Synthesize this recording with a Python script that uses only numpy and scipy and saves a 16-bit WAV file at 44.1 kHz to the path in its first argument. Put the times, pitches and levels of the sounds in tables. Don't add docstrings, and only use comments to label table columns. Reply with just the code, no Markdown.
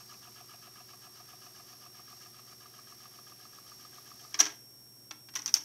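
import sys
import numpy as np
from scipy import signal
from scipy.fft import rfft, irfft, next_fast_len
from scipy.io import wavfile
from scipy.ndimage import uniform_filter1d

SR = 44100
rng = np.random.default_rng(int(sys.argv[2]) if len(sys.argv) > 2 else 0)


def boost(x):
    u = np.asarray(x, float) / 20
    return 10 ** u


def to_wav(sig):
    pcm = np.clip(np.atleast_2d(sig), -1, 1) * 32767
    pcm = np.round(pcm).astype(np.int16)
    wavfile.write(sys.argv[1], SR, pcm.T)


N = 248724

TURN_HZ, STOP_S = 7.54, 4.39


def unit(x):
    return x / np.sqrt(np.mean(x ** 2))


def colour(x, points):
    hz, db = np.transpose(points)
    n = next_fast_len(len(x))
    f = np.maximum(np.arange(n // 2 + 1) * SR / n, 1)
    gain = boost(np.interp(np.log(f), np.log(hz), db))
    return irfft(rfft(x, n) * gain, n)[:len(x)]


def ring(x, hz, width_hz):
    return signal.lfilter(*signal.iirpeak(hz, hz / width_hz, fs=SR), x)


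def push(t, ms):
    u = np.maximum(t, 0) * 1000 / max(ms, .1)
    return u * np.exp(1 - u)


def walk(rate_hz):
    k = int(SR / rate_hz)
    held = np.repeat(rng.standard_normal(N // k + 1), k)
    return unit(uniform_filter1d(uniform_filter1d(held, k), k)[:N])


def modes(table, t, chance):
    hz, db, t60_s = np.transpose(table)[:, :, None]
    detune, phase_turns, strength = chance[:3 * len(table)].reshape(3, -1, 1)
    turns = hz * (1 + 0.0182 * detune) * t + phase_turns
    decay = 1000. ** (-t / t60_s)
    return np.sum(boost(db + 3 * strength) * np.sin(2 * np.pi * turns) * decay, axis=0)


def still_room():
    # frequency [Hz], density [dB per Hz].
    spectrum = [(20, -36), (50, -13), (90, -12), (200, -5), (380, -7), (480, -11), (900, -14.5),
                (2500, -22), (4800, -22), (5800, -10.5), (7000, -21.5), (9600, -20.5), (10800, -14.5),
                (16000, -20.5)]
    return boost(-62 + .5 * walk(1.7)) * unit(colour(rng.standard_normal(N), spectrum))


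def electronics(t):
    # frequency [Hz], level [dB rms].
    hum = [(120.0, -68), (103.3, -81), (138.6, -76), (211.2, -80), (233.5, -79), (301.5, -81), (356.3, -75),
           (75.4, -88)]
    # frequency [Hz], level [dB rms].
    faint = [(4980, -81), (5728, -78.5), (5975, -80), (6724, -85), (7472, -111)]
    # time [s], pitch of the second multiple [Hz].
    whine_pitch = [
        (0.0, 5523),
        (0.17, 5515.5),
        (5.64, 5520),
    ]
    # multiple [-], level [dB rms].
    whine_orders = [(2, -58.5), (3, -69.5), (4, -69.5), (5, -87)]
    scan_hz, wobble_hz = 60.256, 16.32
    pitch_hz = np.interp(t, *np.transpose(whine_pitch)) + 2.5 * walk(8)
    pitch_hz += 7.5 * np.cos(2 * np.pi * wobble_hz * t - 2.3)
    phase = np.pi * np.cumsum(pitch_hz) / SR
    whine = sum(boost(db + 0.73 * walk(9.6)) * np.sin(k * phase) for k, db in whine_orders)
    tones = sum(boost(db + .7 * walk(3)) * np.sin(2 * np.pi * hz * t + .3 * walk(2) + hz)
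                for hz, db in [*hum, *faint])
    scan = np.exp(.75 * np.cos(2 * np.pi * scan_hz * t + 1.68))
    hiss = np.sqrt(2) * np.sin(2 * np.pi * 12370 * t + 1.9 * walk(400))
    hiss += 0.51 * unit(ring(rng.standard_normal(N), 12650, 700))
    return np.sqrt(2) * (whine + tones) + boost(-67.0) * scan * hiss


def carriage(t):
    start_s, level_db, hz, width_hz = 5.34, -66, 260, 160
    low = ring(ring(rng.standard_normal(N), hz, width_hz), hz, width_hz)
    fade_in = np.clip((t - start_s) / 0.022, 0, 1)
    return boost(level_db + 2.5 * walk(23.6)) * fade_in * unit(low)


def whir(t):
    # frequency [Hz], density [dB per Hz].
    spectrum = [(400, -42.5), (730, -5), (950, -22.5), (1200, -3.5), (1450, -17), (1680, -11),
                (2100, -14.5), (3900, -13), (4550, -9.5), (5000, -7.5), (5750, -3), (6200, -6.5),
                (7200, -17.5), (10000, -27.5)]
    grit = rng.standard_normal(N) * boost(1.13 * walk(300))
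    whole = boost(-58 + .6 * walk(6.67)) * unit(colour(grit, spectrum))
    low = colour(whole, [(3900, 0), (4600, -40)])
    high = whole - low
    load = np.tanh(2 * np.cos(2 * np.pi * (t * TURN_HZ - .9)))
    return boost(2.2 * load - 1) * low + boost(1.6 * load + 1.2 * walk(14)) * high


def reel(t):
    # place at first [ms], place at the stop [ms], ring [Hz],
    # level at first [dB], level at the stop [dB].
    knocks = [(5.04, 3.19, 1205, -51.5, -46), (17.7, 5.9, 1212, -59, -60), (11.04, 2.7, 715, -45.5, -49),
              (8.33, 1.87, 1680, -57, -59), (5.62, 3.3, 4550, -65, -58), (85.8, 82, 1650, -63, -53.5),
              (95.8, 76, 1660, -53, -62), (92.7, 97, 1217, -57, -63.5), (97.5, 80, 1230, -54, -57),
              (122, 76, 1250, -54, -72.5), (120.6, 100, 1260, -59, -83), (117, 120, 780, -103, -90)]
    # place [ms], push [ms], ring [Hz], level at first [dB], at the stop [dB].
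    rubs = [(3, 4.8, 2660, -58.5, -70.5), (84.4, 5, 3170, -76, -58), (91, 8.7, 3000, -61, -67.5),
            (103.6, 8.5, 2930, -58, -78), (80.5, 6.3, 4830, -58.5, -62.5), (92, 16, 2250, -69, -77.5),
            (93, 6, 5900, -71, -54.5), (90, 8.7, 724, -79, -64.5), (94, 13, 1675, -63.5, -74),
            (93, 33, 1030, -64.5, -75), (98, 18.5, 1196, -60.5, -71)]
    # time [s], gain [dB].
    low_knock = [
        (0, -17),
        (.3, 0),
        (1.5, -1.5),
        (2.2, -6),
        (4.4, -13.5),
    ]
    # frequency [Hz], width [Hz].
    hub = [(715, 47), (1040, 370), (1200, 200), (1670, 63), (2250, 210), (2850, 880), (3100, 350),
           (4700, 410), (5900, 1000)]
    motor_hz, gear_turns, gear_peak_s = 377.7, 3, 3.82
    turn, piled = (t * TURN_HZ).astype(int), t / STOP_S
    gear_db = piled * np.cos(2 * np.pi * (t - gear_peak_s) * TURN_HZ / gear_turns)
    out = boost(-75.0) * np.sqrt(2) * np.sin(2 * np.pi * motor_hz * t + 0.9 * walk(1.86))
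    for first_ms, last_ms, hz, first_db, last_db in knocks:
        width_hz = np.interp(hz, *np.transpose(hub))
        place_s = (first_ms + (last_ms - first_ms) * piled) / 1000
        since = (t - place_s) % (1 / TURN_HZ)
        db = first_db + (last_db - first_db) * piled + 0.44 * rng.standard_normal(N // 4000)[turn]
        if hz < 900:
            db = db + np.interp(t, *np.transpose(low_knock))
        grain = np.sin(2 * np.pi * hz * since) + 1.1 * rng.standard_normal(N)
        out = out + 1.37 * ring(boost(db) * push(since, 1.49) * grain, hz, width_hz)
    for place_ms, push_ms, hz, first_db, last_db in rubs:
        width_hz = np.interp(hz, *np.transpose(hub))
        since = (t - place_ms / 1000) % (1 / TURN_HZ)
        db = first_db + (last_db - first_db) * piled + gear_db
        grain = rng.standard_normal(N) * np.sqrt(SR / width_hz / np.pi)
        rub = ring(boost(db) * push(since, push_ms) * grain, hz, width_hz)
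        out = out + 1.02 * ring(rub, hz, 0.9 * width_hz)
    return out


def jolts(t):
    # start [s], level [dB], ring [Hz], push [ms].
    table = [(4.343, -38, 2290, 1.6), (4.344, -37, 3304, 2), (4.346, -53, 1160, 4), (4.378, -50, 1250, 1.8),
             (4.393, -34, 1620, 1.5), (4.395, -60, 65, 10), (4.399, -35, 730, 4.3), (4.4, -56, 190, 12),
             (4.403, -32, 1653, 6), (4.402, -38, 1160, 4), (4.406, -49, 291, 10), (4.42, -52, 1630, 30),
             (4.466, -51, 310, 5.9), (5.357, -46, 1106, 3.1), (5.362, -44, 1970, 5.4),
             (5.478, -46, 2750, 3.7), (5.478, -44, 3700, 3.5)]
    return sum(boost(db) * push(t - s, ms) * np.sin(2 * np.pi * hz * (t - s)) for s, db, hz, ms in table)


def contacts():
    # start [s], peak [dB], ring [Hz], body re peak [dB], push [ms].
    clear_blows = [(4.343, -23.5, 5520, -9, 0.65), (4.349, -34, 5600, -4, 1.5),
                   (4.3928, -18, 5700, -15, 0.89), (4.4019, -7.5, 5744, -14.5, 1.4),
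                   (4.4043, -13, 5660, -12.5, 1.2), (4.4074, -12.5, 5900, -15, 1),
                   (4.4103, -17, 5860, -20, 2), (4.4376, -28, 5670, -17, 1.2), (4.4542, -25, 5570, -16, 1),
                   (4.467, -27.5, 5550, -10, 1.2), (5.1094, -34, 5700, -2, 0.88),
                   (5.1135, -37, 5750, -2, 0.71), (5.2853, -56.5, 5350, 7.5, 1.7),
                   (5.291, -54, 5600, 0, 1.3), (5.3367, -45, 5590, -5, 2.3),
                   (5.3609, -24, 5890, -11.5, 1.34), (5.419, -33.5, 5860, -21, 1.6),
                   (5.46, -17, 5640, -23, 0.73), (5.477, -26.5, 5920, -13.5, 1.5),
                   (5.5404, -6, 5580, -31.5, 0.91), (5.5423, -19, 5900, -20, 0.59),
                   (5.5453, -23, 6250, -19, 0.82), (5.566, -24, 5940, -14.5, 1.2),
                   (5.608, -47, 5850, -5, 1.5)]
    # start [s], length [s], first level [dB], last level [dB],
    # body re peak [dB].
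    clatters = [(4.387, 0.014, -28, -14, -14), (4.414, .02, -29, -35, -5), (4.439, .025, -41.5, -31, -0.5),
                (4.472, 0.056, -50, -55, 4), (5.351, 0.0076, -28.5, -24, -13),
                (5.365, 0.012, -28, -38, -13), (5.384, 0.011, -38, -35, -10), (5.423, 0.021, -44, -57, -10),
                (5.462, 0.0088, -32, -36, -14), (5.48, 0.015, -32.5, -32, -12.5),
                (5.546, .012, -29, -29, -10.5), (5.568, .014, -26, -38, -13)]
    count = 4
    start, length, first_db, last_db, body_db = np.transpose(clatters)[:, :, None]
    luck = rng.standard_normal((len(clatters), 5, count))
    place = (np.arange(count) + .5 + .5 * np.tanh(luck[:, 0])) / count
    db = first_db + (last_db - first_db) * place + 0.5 * luck[:, 1] - 2
    hz = 5725 + 195 * luck[:, 2]
    crack_db = -9.5 + 1.5 * luck[:, 3]
    push_ms = 1.29 * np.exp(0.23 * luck[:, 4])
    bounces = [start + length * place, db, hz, body_db + 0 * place, crack_db, push_ms]
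    blows = [(s, db, hz, body_db, -17.5, ms) for s, db, hz, body_db, ms in clear_blows]
    return np.vstack([blows, np.reshape(bounces, (len(bounces), -1)).T])


def strikes(hits):
    # frequency [Hz], level [dB], t60 [s].
    chassis_modes = [(310, -11.5, 0.09), (409, -17, 0.12), (710, -18, 0.031), (865, -27, 0.058),
                     (1108, -5.5, 0.051), (1160, -28, 0.016), (1640, -0.5, 0.047), (2000, -8, 0.019),
                     (2190, 3.5, 0.02), (2620, 0, 0.021), (3306, 11.5, 0.014), (3760, -3, 0.022),
                     (4600, -5, 0.018)]
    # frequency [Hz], level [dB], t60 [s].
    latch_modes = [(4630, 0, 0.031), (5100, 3.5, 0.033), (5300, -15, 0.026), (5744, -15, .035),
                   (6480, -4, .045), (6180, 2.5, .04), (6500, -4, 0.032), (6400, 1, 0.035),
                   (6640, 0, 0.044)]
    echo_t60_s, echo_db, crack_tail_s = 0.31, -11.5, 0.0088
    crack_per_db = 0.13
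    out, t = np.zeros(N + SR), np.arange(SR // 8) / SR
    chance = rng.standard_normal((len(hits), 48))
    scrape = rng.standard_normal((len(hits), SR // 8))
    crack_filter = signal.butter(2, [6800, 14600], "band", fs=SR, output="sos")
    rattle_filter = signal.butter(3, [720, 5000], "band", fs=SR, output="sos")
    for (s, db, hz, body_db, crack_db, ms), luck, noise in zip(hits, chance, scrape):
        force = push(t, ms) ** 2
        ping = force * np.sin(2 * np.pi * hz * t)
        ping += .7 * ring(ring(force * noise, 5900, 2200), 5900, 3000)
        swell = 1 - np.exp(-t * 1000 / max(ms, .1))
        latch = boost(-20) * swell * modes(latch_modes, t, luck)
        chassis = boost(-14.5) * swell * modes(chassis_modes, t, luck[::-1])
        rattle = (push(t, 2.0 * ms) + 0.18 * swell * np.exp(-t / 0.01)) * noise[::-1]
        chassis += 1.355 * signal.sosfilt(rattle_filter, rattle)
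        crack_force = push(t, 0.24 * ms) + 0.44 * swell * np.exp(-t / crack_tail_s)
        crack = boost(crack_db + crack_per_db * (db + 16)) * signal.sosfilt(crack_filter, crack_force * noise)
        i = int(s * SR)
        out[i:i + len(t)] += boost(db) * (ping + latch + boost(body_db) * chassis + crack)
    lag = np.arange(SR // 2) / SR
    tail = rng.standard_normal(SR // 2) * 1000. ** (-lag / echo_t60_s) * (lag > .004)
    tail = colour(tail / np.sqrt(np.sum(tail ** 2)),
                  [(300, 13), (500, 14.5), (800, 5.5), (2000, 4.5), (6000, -2.5), (12000, -2)])
    heard = out[:N] + boost(echo_db) * signal.fftconvolve(out[:N], tail)[:N]
    return colour(heard, [(400, 0), (510, -8), (640, 0), (15500, 0), (15900, -8), (16400, -16), (16600, -60)])


def scene():
    t = np.arange(N) / SR
    running = np.clip((STOP_S + 0.036 - t) / 0.033, 0, 1)
    steady = still_room() + electronics(t) + running * (whir(t) + reel(t))
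    steady = colour(steady, [(15740, 0), (15770, -80)])
    return (steady + carriage(t) + jolts(t) + strikes(contacts()))[None]


def low_pass(x):
    return signal.sosfilt(signal.butter(12, 16520, fs=SR, output="sos"), x)


def record(dry):
    return low_pass(dry)


dry = scene()
out = record(dry)
to_wav(out)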